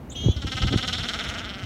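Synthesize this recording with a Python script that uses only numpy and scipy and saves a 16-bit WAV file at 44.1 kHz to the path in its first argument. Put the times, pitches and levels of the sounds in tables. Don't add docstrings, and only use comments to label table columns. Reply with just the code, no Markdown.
import sys
import numpy as np
from scipy import signal
from scipy.fft import rfft, irfft
from scipy.io import wavfile
from scipy.ndimage import uniform_filter1d

SR = 44100
rng = np.random.default_rng(int(sys.argv[2]) if len(sys.argv) > 2 else 0)


def store_pcm(level_fs):
    pcm = np.round(np.clip(level_fs, -1, 1) * 32767).astype(np.int16)
    wavfile.write(sys.argv[1], SR, np.atleast_2d(pcm).T)


N = 72765


def undb(db):
    return 10 ** (np.asarray(db) / 20)


def unit(x):
    return x / np.sqrt(np.mean(x ** 2))


def curve(table, column):
    rows = np.array(table)
    return np.interp(np.arange(N) / SR, rows[:, 0], rows[:, column])


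def colour(x, points):
    hz, db = np.array(points).T
    size = 8192
    bins_hz = np.maximum(np.fft.rfftfreq(size, 1 / SR), 1)
    gain = undb(np.interp(np.log(bins_hz), np.log(hz), db))
    cepstrum = irfft(np.log(gain))
    cepstrum[1:size // 2] *= 2
    cepstrum[size // 2 + 1:] = 0
    impulse = irfft(np.exp(rfft(cepstrum)))
    return unit(signal.fftconvolve(x, impulse)[:N])


def drift(rate_hz):
    width = max(int(SR / rate_hz), 1)
    return unit(uniform_filter1d(uniform_filter1d(rng.standard_normal(N), width), width))


# freq_hz, gain_db
SURF_SPECTRUM = [(20, -56), (35, -6), (55, 5), (120, -3), (250, -3.5), (400, -13.5), (700, -16),
                 (1200, -26), (2200, -31), (4000, -42), (8000, -49), (15000, -48)]

def surf(level_db=-38, swell_db=0.5):
    return undb(level_db - swell_db * drift(10)) * colour(rng.standard_normal(N), SURF_SPECTRUM)


# start_s, pitch_hz, level_db, decay_s
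WIND_BUMPS = [(.26, 162, -8.5, .012), (0.285, 316, -7, 0.0024), (0.293, 114, -7, 0.0092),
              (0.363, 113.7, -20, 0.016), (.446, 260, -19.5, 0.0025), (.626, 92.3, -21, 0.0063),
              (0.653, 125, -15, 0.0048), (0.739, 334, -12, 0.0039), (.759, 167, -5.5, 0.0027)]

def wind_bumps(t, attack_s=0.00063, sag_s=0.011, sag_share=0.51):
    out = 0
    for start_s, pitch_hz, level_db, decay_s in WIND_BUMPS:
        age = np.maximum(t - start_s, 0)
        hz = pitch_hz * (age > 0) * (1 - sag_share * (1 - np.exp(-age / sag_s)))
        envelope = (1 - np.exp(-age / attack_s)) * np.exp(-(age / decay_s) ** 2 / 2)
        out += undb(level_db) * envelope * np.sin(2 * np.pi * np.cumsum(hz) / SR)
    return out


# centre_s, half_width_s, level_db, upper_edge_hz
WIND_GUSTS = [(0.264, 0.045, -27, 232), (0.455, 0.024, -27, 118), (0.555, 0.0083, -26.5, 97.2),
              (0.647, 0.037, -18.5, 124.5), (0.731, 0.022, -23.5, 298), (0.762, 0.036, -26, 94.2),
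              (0.889, 0.046, -34, 140.9), (1.005, 0.066, -33, 128), (1.268, 0.027, -33, 97.3),
              (1.64, 0.01, -28.5, 115)]

def wind_gusts(t):
    out = 0
    for centre_s, half_width_s, level_db, edge_hz in WIND_GUSTS:
        swell = np.exp(-((t - centre_s) / half_width_s) ** 2)
        band = signal.butter(2, [45, edge_hz], "band", fs=SR, output="sos")
        rumble = swell * signal.sosfilt(band, rng.standard_normal(N))
        out += undb(level_db) * unit(rumble) * np.sqrt(np.mean(swell ** 2))
    return out


# centre_s, half_width_s, start_hz, end_hz, level_db
SQUEAKS = [(0.103, 0.0038, 6500, 7040, -40.5), (0.126, 0.016, 3650, 3560, -46.5),
           (.122, 0.0058, 3100, 3130, -51), (.123, 0.015, 6980, 7800, -45)]

def squeaks(t, waver_share=0.062):
    out = 0
    for centre_s, half_width_s, start_hz, end_hz, level_db in SQUEAKS:
        offset = (t - centre_s) / half_width_s
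        hz = np.interp(offset, [-1, 1], [start_hz, end_hz]) * (1 + waver_share * drift(1500))
        tone = unit(np.sin(2 * np.pi * np.cumsum(hz) / SR))
        out += undb(level_db) * np.exp(-offset ** 2) * tone
    return out


# time_s, pitch_hz, level_db
WHISTLE_CONTOUR = [(.136, 2874, -72), (.154, 2910, -40.5), (.161, 3300, -34.5), (.185, 3212, -35),
                   (.25, 3250, -35.5), (.285, 3284, -37.5), (.32, 3426, -35.5), (.335, 3410, -43.5),
                   (.355, 3200, -50)]
WHISTLE_PARTIALS = [-20, -21.5, -8, 1, -10.5, -12.5, -20, -27, -34, -28, -25, -17.5, -14, -15.5, -20]
# freq_hz, gain_db
HISS_SPECTRUM = [(5000, -15), (8000, -17), (9500, 0), (10500, -9), (11700, -3), (13000, -8), (15500, -17)]

def whistle(cycles, waver_share=.003, hiss_db=-30.5):
    hz = curve(WHISTLE_CONTOUR, 1) * (1 + waver_share * drift(400))
    phase = 2 * np.pi * np.cumsum(hz) / SR
    tone = 0
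    for k, gain_db in enumerate(WHISTLE_PARTIALS, -3):
        waver_rad = .6 * np.sqrt(abs(k)) * drift(155)
        flutter_db = 1.14 * np.sqrt(1 + abs(k)) * drift(74)
        partial = np.sin(phase + 2 * np.pi * k * cycles - np.arctan(k) + waver_rad)
        tone += undb(gain_db + flutter_db) * partial
    hiss = undb(hiss_db) * colour(rng.standard_normal(N), HISS_SPECTRUM)
    return (unit(tone) + hiss) * undb(curve(WHISTLE_CONTOUR, 2))


# time_s, throat_db, bill_db, rasp_db
THROBS = [(.37, -44, -38, -56), (.425, -38, -36, -51), (.474, -34, -32, -46), (.523, -31, -28, -47),
          (.574, -30, -28, -47), (.624, -30, -27, -47), (.676, -31, -28, -47), (.729, -31, -28, -50),
          (.779, -30, -25, -40), (.832, -30, -28, -49), (.882, -31, -25, -39), (.934, -31, -24, -41),
          (.987, -32, -28, -46), (1.038, -31, -28, -47), (1.091, -31, -25, -41), (1.142, -31, -27, -45),
          (1.195, -30, -29, -46), (1.246, -32, -31, -46), (1.296, -33, -31, -43), (1.346, -34, -33, -51),
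          (1.391, -37, -33, -47), (1.452, -40, -35, -56), (1.498, -43, -34, -57), (1.546, -47, -37, -60),
          (1.595, -48, -38.5, -56), (1.638, -46, -39, -55)]

def throb_envelope(t, column, lead_s, attack_s, hold_s, release_s, hold_growth_per_s=0):
    tires_s, attack_growth_per_s = .95, 2.5
    out = 0
    for throb in THROBS:
        time_s = throb[0]
        age = t - time_s + lead_s
        held_s = hold_s * (1 + hold_growth_per_s * (time_s - THROBS[0][0]))
        rise_s = attack_s * (1 + attack_growth_per_s * max(time_s - tires_s, 0))
        rise = np.exp(-(np.minimum(age, 0) / rise_s) ** 2)
        fall = np.exp(-np.maximum(age - held_s, 0) / release_s)
        out += undb(throb[column]) * rise * fall
    return out


def throb_phase(t):
    times = [throb[0] for throb in THROBS]
    return 2 * np.pi * np.interp(t, times, np.arange(len(times)))


# time_s, pitch_hz, swing_share
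VOICE_PITCH = [(.11, 337.8, 0.0047), (.3, 327.6, 0.0051), (.38, 293.9, .02), (.47, 269.2, .02),
               (.56, 260, 0.026), (.68, 262.2, 0.045), (.8, 255.5, 0.0612), (.93, 246.8, 0.048),
               (1.01, 235.4, 0.075), (1.09, 228.7, 0.08), (1.2, 218.2, 0.085), (1.33, 222.5, 0.0772),
               (1.43, 216.4, 0.06), (1.52, 197.8, 0.027), (1.65, 186.4, 0.025)]

def voice_cycles(t, dip_lead_turns=.04, skew=.25, jitter_share=0.0079):
    phase = throb_phase(t) + 2 * np.pi * dip_lead_turns
    swing = curve(VOICE_PITCH, 2) * (skew * np.sin(2 * phase) - np.cos(phase))
    hz = curve(VOICE_PITCH, 1) * (1 + swing + jitter_share * drift(240))
    return np.cumsum(hz) / SR


# time_s, throat_db, ring_db
SUSTAIN = [(.1, -80, -80), (.16, -58, -56), (.33, -57, -55), (.36, -58, -49), (.4, -57, -47),
           (.46, -54, -43), (.56, -49, -34), (.7, -51, -37), (.8, -49, -34), (.92, -48, -36),
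           (1.06, -42, -34), (1.25, -39, -37), (1.4, -39, -42), (1.52, -38.5, -50), (1.6, -39.5, -50),
           (1.65, -39.5, -49)]
# time_s, gain_db
RING_ACCENT = [(.9, -5), (1.0, 2), (1.09, -2), (1.4, 0)]

def ring(t, cycles, pitch_hz=3112, wander_share=0.053, glide_per_s=53, decay_s=0.00048, octave_db=-20.5):
    age = (cycles % 1) / (np.gradient(cycles) * SR)
    hz = pitch_hz * (1 + wander_share * drift(142))
    phase = 2 * np.pi * hz * age * (1 + glide_per_s * age / 2)
    tone = (np.sin(phase) + undb(octave_db) * np.sin(2 * phase)) * age * np.exp(-age / decay_s)
    before_throb = np.exp(7.5 * (np.cos(throb_phase(t) + 1.2) - 1))
    gain_db = curve(RING_ACCENT, 1) * before_throb + 2.5 * drift(120)
    return unit(tone * undb(gain_db)) * undb(curve(SUSTAIN, 2))


def voice_pulses(cycles, shimmer_db=0.17):
    centres = np.interp(np.arange(1, int(cycles[-1])), cycles, np.arange(N))
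    taps = np.arange(-8, 9)
    samples = centres.astype(int)[:, None] + taps
    offset = samples - centres[:, None]
    gain = undb(shimmer_db * rng.standard_normal(N)[:len(centres), None])
    pulse = np.sinc(offset) * np.sinc(offset / len(taps) * 2)
    out = np.zeros(N)
    np.add.at(out, np.clip(samples, 0, N - 1), gain * pulse)
    return unit(out)


# freq_hz, lag_s
PULSE_LAG = [(2500, 0), (4000, .0004), (5800, .001), (7000, .0003)]

def sweep(x):
    lag_s = np.interp(np.fft.rfftfreq(2 * N, 1 / SR), *np.array(PULSE_LAG).T)
    phase = np.pi * np.cumsum(lag_s) * SR / N
    return irfft(rfft(x, 2 * N) * np.exp(-1j * phase))[:N]


# freq_hz, gain_db
THROAT_SPECTRUM = [(150, -26.5), (240, 4.5), (380, -11), (520, -7.5), (730, -0.5), (1000, -13),
                   (1150, -6.5), (1290, 3.5), (1530, 3.5), (1760, -4.5), (2060, 2), (2350, -2.5),
                   (2750, -3.5), (3600, -2), (4600, -12.5), (6200, -32), (12000, -66.5)]
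# freq_hz, gain_db
BILL_SPECTRUM = [(1000, -39), (2000, -42.5), (2700, -18), (3050, 3.5), (3400, 3), (3800, 0), (4400, -6),
                 (4950, -11), (5400, -8), (5750, -17.5), (6200, -35.5), (8000, -23), (15000, -65)]
# freq_hz, gain_db
RASP_SPECTRUM = [(3000, -42.5), (5500, 5), (6500, 8), (7400, 5), (8300, -2), (9000, -2), (10000, -5.5),
                 (12000, -12), (15500, -26)]

def bleat(t, cycles, breath_gain=0.42, puff_decay_cycles=.35):
    pulses = voice_pulses(cycles)
    puffs = unit(np.exp(-(cycles % 1) / puff_decay_cycles) * rng.standard_normal(N))
    source = sweep(pulses + breath_gain * puffs)
    throat_throbs = throb_envelope(t, 1, lead_s=.001, attack_s=.0045, hold_s=.013, release_s=.0065,
                                   hold_growth_per_s=0.97)
    bill_throbs = throb_envelope(t, 2, lead_s=.004, attack_s=.0028, hold_s=.0085, release_s=.016)
    rasp_throbs = throb_envelope(t, 3, lead_s=.003, attack_s=.005, hold_s=.007, release_s=.011)
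    throat_floor = undb(curve(SUSTAIN, 1))
    rasp_floor = undb(curve(SUSTAIN, 2) - 16)
    throat = colour(source, THROAT_SPECTRUM) * np.hypot(throat_throbs, throat_floor)
    bill = colour(source, BILL_SPECTRUM) * bill_throbs
    rasp = colour(source + 1.1 * puffs, RASP_SPECTRUM) * np.hypot(rasp_throbs, rasp_floor)
    return throat + bill + rasp


def sand_scatter(t, call, level_db=-14, decay_s=0.075):
    tail = rng.standard_normal(N) * np.exp(-t / decay_s)
    return undb(level_db) * signal.fftconvolve(call, tail / np.linalg.norm(tail))[:N]


def scene():
    t = np.arange(N) / SR
    cycles = voice_cycles(t)
    gull = bleat(t, cycles) + ring(t, cycles) + whistle(cycles) + squeaks(t)
    return (gull + sand_scatter(t, gull) + wind_bumps(t) + wind_gusts(t) + surf())[None]


def record(dry):
    low_hz, top_hz = 38, 15800
    highpass = signal.butter(2, low_hz, "high", fs=SR, output="sos")
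    lowpass = signal.ellip(10, .2, 80, top_hz, fs=SR, output="sos")
    return signal.sosfilt(lowpass, signal.sosfilt(highpass, dry))


dry = scene()
out = record(dry)
store_pcm(out)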